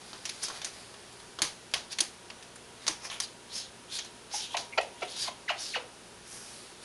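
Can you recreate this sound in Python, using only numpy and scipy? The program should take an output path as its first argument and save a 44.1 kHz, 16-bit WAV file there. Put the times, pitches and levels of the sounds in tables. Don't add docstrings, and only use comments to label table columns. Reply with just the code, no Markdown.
import sys
import numpy as np
from scipy import signal
from scipy.fft import rfft, irfft
from scipy.io import wavfile
from scipy.ndimage import uniform_filter1d

SR = 44100
rng = np.random.default_rng(int(sys.argv[2]) if len(sys.argv) > 2 else 0)


def voltage_ratio(level):
    return 10 ** (np.asarray(level, float) / 20)


def store_pcm(level_fs):
    pcm = np.round(np.clip(level_fs, -1, 1) * 32767).astype(np.int16)
    wavfile.write(sys.argv[1], SR, np.atleast_2d(pcm).T)


N = 301991


def evened(x):
    return x / np.sqrt(np.mean(x ** 2) + 1e-20)


def read(points, hz):
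    f, value = np.transpose(points)
    return np.interp(np.log(hz + 1), np.log(f + 1), value)


def add(mix, s, sound):
    part = mix[round(s * SR):][:len(sound)]
    part += sound[:len(part)]


def resonate(x, hz, width):
    turn = np.exp(2j * np.pi * np.cumsum(hz * np.ones(len(x))) / SR)
    r = np.exp(-np.pi * width / SR)
    return 2 * (turn * signal.lfilter([1 - r], [1, -r], x / turn + 1e-18)).real


def coloured(x, points):
    gain_db = np.maximum(read(points, abs(np.fft.fftfreq(2048, 1 / SR))), -100)
    log_gain = np.log(voltage_ratio(gain_db))
    taps = np.fft.ifft(np.exp(np.conj(signal.hilbert(log_gain)))).real[:1024]
    return signal.oaconvolve(x, taps)[:len(x)]


def tails(count):
    # (frequency [Hz], t60 [s])
    room_t60 = [(250, 0.48), (450, 0.34), (800, 0.31), (1700, 0.28), (4600, 0.28), (10000, 0.28)]
    shape = (count, SR // 2)
    taps = rng.choice([-1., 1.], shape) * (rng.random(shape) < .3)
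    hz, t, z = signal.stft(taps, SR, nperseg=256)
    decay = voltage_ratio(-60 * t / read(room_t60, hz)[:, None])
    tail = signal.istft(z * decay, SR, nperseg=256)[1]
    tail *= np.clip(np.arange(tail.shape[1]) / SR / 0.0094 - .1, 0, 1)
    return tail / np.linalg.norm(tail, axis=1, keepdims=True)


def in_room(sound, tail, chance, echo_db, wet_db):
    echo_delays = [.9, 2.2, 3.0, 3.6, 5.4, 6.4, 8.2, 11.0]
    echo_levels = [0.5, -6.5, -1.5, 0.5, -7, -1.5, -9, -11]
    place = np.int_((echo_delays + .1 * chance[:8]) * SR / 1000)
    echoes = np.zeros(len(tail))
    echoes[place] = voltage_ratio(np.add(echo_levels, echo_db) + 0.9 * chance[8:16])
    scatter = chance[16:] * np.exp(-np.arange(len(chance) - 16) / SR / 0.0005)
    scatter = signal.lfilter(*signal.butter(1, 1800, "high", fs=SR), scatter)
    scatter /= np.linalg.norm(scatter)
    path = voltage_ratio(wet_db) * tail + signal.fftconvolve(echoes, scatter)[:len(tail)]
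    path[0] += 1
    return signal.fftconvolve(sound, path)


def steady_noise(shape, db):
    hz = np.fft.rfftfreq(N, 1 / SR)
    return voltage_ratio(db) * evened(irfft(rfft(rng.standard_normal(N)) * voltage_ratio(read(shape, hz)), N))


def background():
    # (frequency [Hz], level [dB per Hz])
    fan_wash = [(12, -46), (20, -18), (91, -9), (113, -9), (146, -8.5), (229, -4), (323, -6.5), (401, -2.5),
                (464, -5), (536, -6), (1500, -12.5), (1950, -25), (3300, -120)]
    # (frequency [Hz], level [dB per Hz])
    mic_hiss = [(880, -15.5), (1500, -4.5), (1860, -4.5), (2010, -6), (2840, -4.5), (5010, -7),
                (5530, -7.5), (6480, -8), (7670, -12), (10000, -6.5), (12500, -31), (16200, -65),
                (22000, -120)]
    # (frequency [Hz], level [dB])
    motor_hum = [(59.2, -73), (118.4, -68.5), (177.6, -73), (236.9, -72), (355.3, -68.5), (414.5, -73),
                 (818.3, -74)]
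    # (time [s], level [dB])
    whine_course = [(0, -81), (1.9, -69), (2.1, -65), (4.4, -63), (4.6, -61.5), (6.85, -71)]
    t = np.arange(N) / SR
    noise = steady_noise(fan_wash, db=-55.5) + steady_noise(mic_hiss, db=-54)
    hum = sum(np.sqrt(2) * voltage_ratio(db) * np.sin(2 * np.pi * (f * t + rng.random())) for f, db in motor_hum)
    whine = evened(resonate(rng.standard_normal(N), hz=951, width=1.6))
    return noise + hum + voltage_ratio(np.interp(t, *np.transpose(whine_course))) * whine


def thump(db, hz, t60):
    t = np.arange(0, t60, 1 / SR)
    return voltage_ratio(db - 60 * t / t60) * np.sin(2 * np.pi * hz * t) * (1 - np.exp(-t / 0.00089))


def add_thumps(mix):
    # (time [s], peak level [dB], frequency [Hz], t60 [s])
    low_thumps = [
        (1.417, -36, 111, 0.021),
        (1.427, -30.5, 320, 0.061),
        (2.015, -35, 343, 0.084),
        (2.895, -38, 318, 0.098),
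        (4.29, -55, 340, 0.083),
    ]
    for s, *blow in low_thumps:
        add(mix, s, thump(*blow))


def swish(db, hz, drag_db, fizz_db):
    # (frequency [Hz], level [dB per Hz])
    cloth_colour = [(710, -28), (1200, -42), (1490, -8), (2110, -9.5), (3220, -2), (3820, -3), (4340, -5.5),
                    (6720, 1), (7800, -14.5), (10100, -21), (17200, -120)]
    # (frequency [Hz], level [dB per Hz])
    drag_colour = [(300, -19.5), (700, -1.5), (1500, -4), (2500, -2), (3500, -34)]
    # (frequency [Hz], level [dB per Hz])
    fizz_colour = [(4590, -13), (7800, -6), (9540, -1.5), (10500, -2.5), (11100, -8), (11700, -16.5),
                   (12500, -56), (16200, -64), (22000, -120)]
    slips = rng.standard_normal((3, len(db))) * voltage_ratio(2.1 * rng.exponential(1, len(db)))
    slips *= voltage_ratio(1.1 * evened(uniform_filter1d(rng.standard_normal(len(db)), 220)))
    peak = resonate(resonate(slips[0], hz, 1900), hz, 1900)
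    rustle = evened(coloured(slips[0] + 2.3 * peak, cloth_colour))
    strand = evened(resonate(resonate(slips[0], hz, 600), hz, 600))
    drag = voltage_ratio(drag_db) * evened(coloured(slips[1], drag_colour))
    fizz = voltage_ratio(fizz_db) * evened(coloured(slips[2], fizz_colour))
    return voltage_ratio(db - 2.0) * (rustle + voltage_ratio(-15) * strand + drag + fizz)


def towel():
    # (time [s], level [dB])
    towel_course = [
        (0.0, -55),
        (0.15, -53),
        (0.202, -56),
        (0.438, -48.5),
        (0.566, -52),
        (0.668, -62),
        (0.762, -51),
        (0.942, -58),
        (1.35, -62.5),
    ]
    t = np.arange(0, 1.35, 1 / SR)
    db = np.interp(t, *np.transpose(towel_course))
    drag = swish(db, hz=4400, drag_db=-3, fizz_db=-4)
    return 0, drag * signal.windows.tukey(len(t), .02)


def stroke(s, rise, fall, db, hz, drag_db, fizz_db, sag=1):
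    t = np.arange(-.3, .6, 1 / SR)
    away = np.minimum(np.where(t < 0, -t / rise, t / fall), 3)
    lost_db = 30 * away ** 1.64
    sag_db = sag * np.where(t < 0, 0.14, 0.17) * np.minimum(lost_db, 20)
    return s + t[0], swish(db - lost_db, hz * voltage_ratio(-sag_db), drag_db, fizz_db - 0.65 * lost_db)


def add_rubs(mix, tail, chance):
    # (fastest moment [s], speeding up [s], slowing down [s], peak level [dB], brightest [Hz])
    sweeps = [(0.433, 0.026, 0.092, -33, 5200), (1.928, 0.04, 0.025, -37, 4900),
              (3.225, 0.026, 0.073, -37.5, 4750), (3.57, 0.1, 0.14, -36, 5000),
              (3.948, 0.074, 0.13, -35, 4280), (4.05, 0.023, 0.083, -49, 4120),
              (4.348, 0.054, 0.19, -33.5, 5400), (4.54, 0.11, 0.03, -45, 3300),
              (4.595, 0.044, 0.09, -43, 4650), (5.225, 0.13, 0.12, -32.5, 4600),
              (5.61, 0.061, 0.24, -38, 5070), (5.7, 0.2, 0.15, -42, 4300), (5.11, 0.072, 0.11, -42, 4260),
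              (4.43, 0.08, 0.094, -40, 3680)]
    heavy_scuffs = [
        (0.566, 0.086, 0.11, -45.5, 4270),
        (0.665, 0.02, 0.075, -47, 4400),
        (2.85, 0.12, 0.034, -51, 4000),
        (3.058, 0.071, 0.069, -41.5, 5200),
        (3.115, 0.02, 0.14, -42, 3050),
        (5.05, 0.17, 0.12, -50.5, 3230),
        (5.281, 0.075, 0.027, -41, 4200),
    ]
    feather_ruffles = [
        (6.33, 0.16, 0.47, -49, 5340),
        (6.55, 0.4, 0.54, -54, 4240),
        (6.86, 0.13, 0.1, -52, 4400),
    ]
    rubs = [towel()]
    rubs += [stroke(*row, drag_db=-22, fizz_db=-6.5) for row in sweeps]
    rubs += [stroke(*row, drag_db=-3, fizz_db=-6.5, sag=.4) for row in heavy_scuffs]
    rubs += [stroke(*row, drag_db=-7, fizz_db=2, sag=.15) for row in feather_ruffles]
    for k, (s, sound) in enumerate(rubs):
        add(mix, s, in_room(sound, tail[k % 5], chance[k], echo_db=-17.0, wet_db=-12.0))


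def cluck(length, start_hz, end_hz, db, overtone_db):
    # (frequency [Hz], width [Hz], level [dB])
    windpipe_modes = [(2150, 260, -6), (2380, 160, -3), (2850, 330, -4.5)]
    # (frequency [Hz], level [dB per Hz])
    throat_colour = [(220, -16.5), (380, -4), (750, 3.5), (1150, 0), (1500, -3), (2300, 0), (2900, 1),
                     (3500, -7), (4100, -6.5), (4800, -9.5), (6000, -14.5), (7300, -20.5)]
    u = np.arange(0, 1, 1 / (length * SR))
    air = rng.standard_normal((2, len(u)))
    hz = end_hz + (start_hz - end_hz) * np.clip(1 - u / .65, 0, 1)
    turns = np.cumsum(hz * (1 + .07 * evened(uniform_filter1d(air[0], 60)))) / SR
    effort = np.sin(np.pi * u ** .65)
    pulse = np.cos(2 * np.pi * turns)
    overtones = sum(np.cos(2 * np.pi * k * turns) * (k * hz < 7000) for k in range(2, 16))
    overtones = overtones + voltage_ratio(-15) * (1 + pulse) * 2 * air[1]
    drive = effort ** 0.85 * pulse + voltage_ratio(overtone_db) * effort ** 2.0 * overtones
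    drive = np.pad(drive, (0, 600))
    ringing = sum(voltage_ratio(gain_db) * resonate(drive, f, w) for f, w, gain_db in windpipe_modes)
    throat = coloured(drive + ringing, throat_colour)
    return voltage_ratio(db) * throat / abs(throat).max()


def add_clucks(mix, tail, chance):
    # (time [s], length [s], start [Hz], end [Hz], peak level [dB])
    calls = [
        (4.337, 0.018, 864, 810, -30.5),
        (4.543, .013, 1080, 640, -21),
        (4.724, 0.016, 2230, 2180, -38),
        (4.775, .016, 950, 470, -13),
        (5.018, 0.024, 844, 360, -22),
        (5.273, 0.025, 1300, 580, -30),
        (5.479, .045, 2300, 598.5, -19.5),
        (5.736, .049, 2600, 510, -23),
    ]
    for k, (s, length, start_hz, end_hz, db) in enumerate(calls):
        overtone_db = -14.5 + 0.4 * (db + 21.5) + 230 * length
        voice = cluck(length, start_hz, end_hz, db, overtone_db)
        add(mix, s, in_room(voice, tail[k % 5], chance[-1 - k], echo_db=-5, wet_db=-4))


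def tick(db, hz, thud_db, treble_db):
    # (frequency [Hz], level [dB per Hz])
    claw_colour = [(1000, -39.5), (1700, -4.5), (2240, -2), (3260, -2.5), (3880, -3), (4790, -4),
                   (6570, -4), (7960, -14), (9030, -6.5), (10800, -11), (12500, -35.5), (16200, -37),
                   (22000, -120)]
    snap = np.eye(1, 900)[0]
    ring = resonate(snap, hz, 1100) + 0.65 * resonate(snap, hz * 1.386, 670)
    lifted = [(f, level + treble_db * (f > 7500)) for f, level in claw_colour]
    claw = coloured(snap + ring, lifted)
    pad = resonate(resonate(snap, 835, 990), 835, 990)
    return voltage_ratio(db - 2.0) * (claw / abs(claw).max() + voltage_ratio(thud_db + 10.5) * pad / pad.max())


def add_ticks(mix, tail, chance):
    # (time [s], peak level [dB], ring [Hz], pad thud [dB re tick], treble lift [dB])
    open_ticks = [(0.13, -28, 3180, -15, -11), (0.499, -38.5, 4400, -1, -4), (0.616, -22.5, 3470, -24, -6),
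                  (0.94, -36, 1900, -14, -4), (1.199, -36, 3280, -18, 3), (1.418, -5, 4400, -26.5, 2),
                  (1.713, -36, 4930, -19, 2), (2.866, -15, 3560, -23.5, -4), (3.099, -23.5, 2940, -21, -10),
                  (3.922, -32, 4000, -33, -6), (5.009, -38, 3600, -30, -10), (4.81, -29, 9800, -30, -3),
                  (0.253, -17, 5070, -30, -1.5), (0.645, -16, 6100, -32, 2),
                  (4.568, -14, 4130, -23.5, -1.5), (0.483, -20, 4400, -21, 1), (4.648, -38, 8800, -32, 3),
                  (4.828, -33.5, 9600, -30, -1.5), (4.313, -35, 3000, -16, -8)]
    shaded_ticks = [(0.292, -21, 4760, -37, -1.5), (0.432, -19.5, 5500, -30.5, 6),
                    (1.124, -37, 3700, -16, 4), (1.387, -27, 2220, -9.5, -4), (1.737, -10, 3360, -22.5, -2),
                    (1.927, -25, 4600, -28, -8), (1.985, -15.5, 4300, -30, -2.5),
                    (2.004, -9.5, 4730, -29.5, 4), (2.3, -32.5, 2650, -11.5, -7),
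                    (2.425, -33, 3170, -31, -3), (2.557, -35, 5200, -21, 9), (2.878, -9.5, 5960, -26, -0.5),
                    (3.2, -15.5, 4650, -28, -0.5), (3.987, -21, 5270, -30, -10),
                    (4.045, -35.5, 3970, -20, -1), (5.164, -29.5, 4480, -21, 4)]
    tick_delay_s = .0011
    for k, (s, *touch) in enumerate(open_ticks + shaded_ticks):
        echo_db = -0.5 if k < len(open_ticks) else 3.2
        add(mix, s + tick_delay_s, in_room(tick(*touch), tail[k % 5], chance[k], echo_db, wet_db=2.5))


def scene():
    mix, tail = background(), tails(count=5)
    chance = rng.standard_normal((60, 136)).clip(-2, 2)
    add_thumps(mix)
    add_rubs(mix, tail, chance)
    add_clucks(mix, tail, chance)
    add_ticks(mix, tail, chance)
    return mix[None]


def band_limit(x):
    return signal.sosfilt(signal.butter(12, 12650, fs=SR, output="sos"), x)


def record(dry):
    power_db = 10 * np.log10(abs(uniform_filter1d(dry[0] ** 2, 300)) + 1e-12)
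    fall = np.arange(N) * 72.0 / SR
    held_db = np.maximum.accumulate(power_db + fall) - fall
    over_db = np.maximum(held_db + 22.5, 0)
    ducked = dry / voltage_ratio(0.025 * uniform_filter1d(over_db, 400))
    lowpass = signal.firwin(255, 12600, window=("kaiser", 7), fs=SR)
    limited = signal.oaconvolve(ducked, lowpass[None], "same")
    return band_limit(limited)


dry = scene()
out = record(dry)
store_pcm(out)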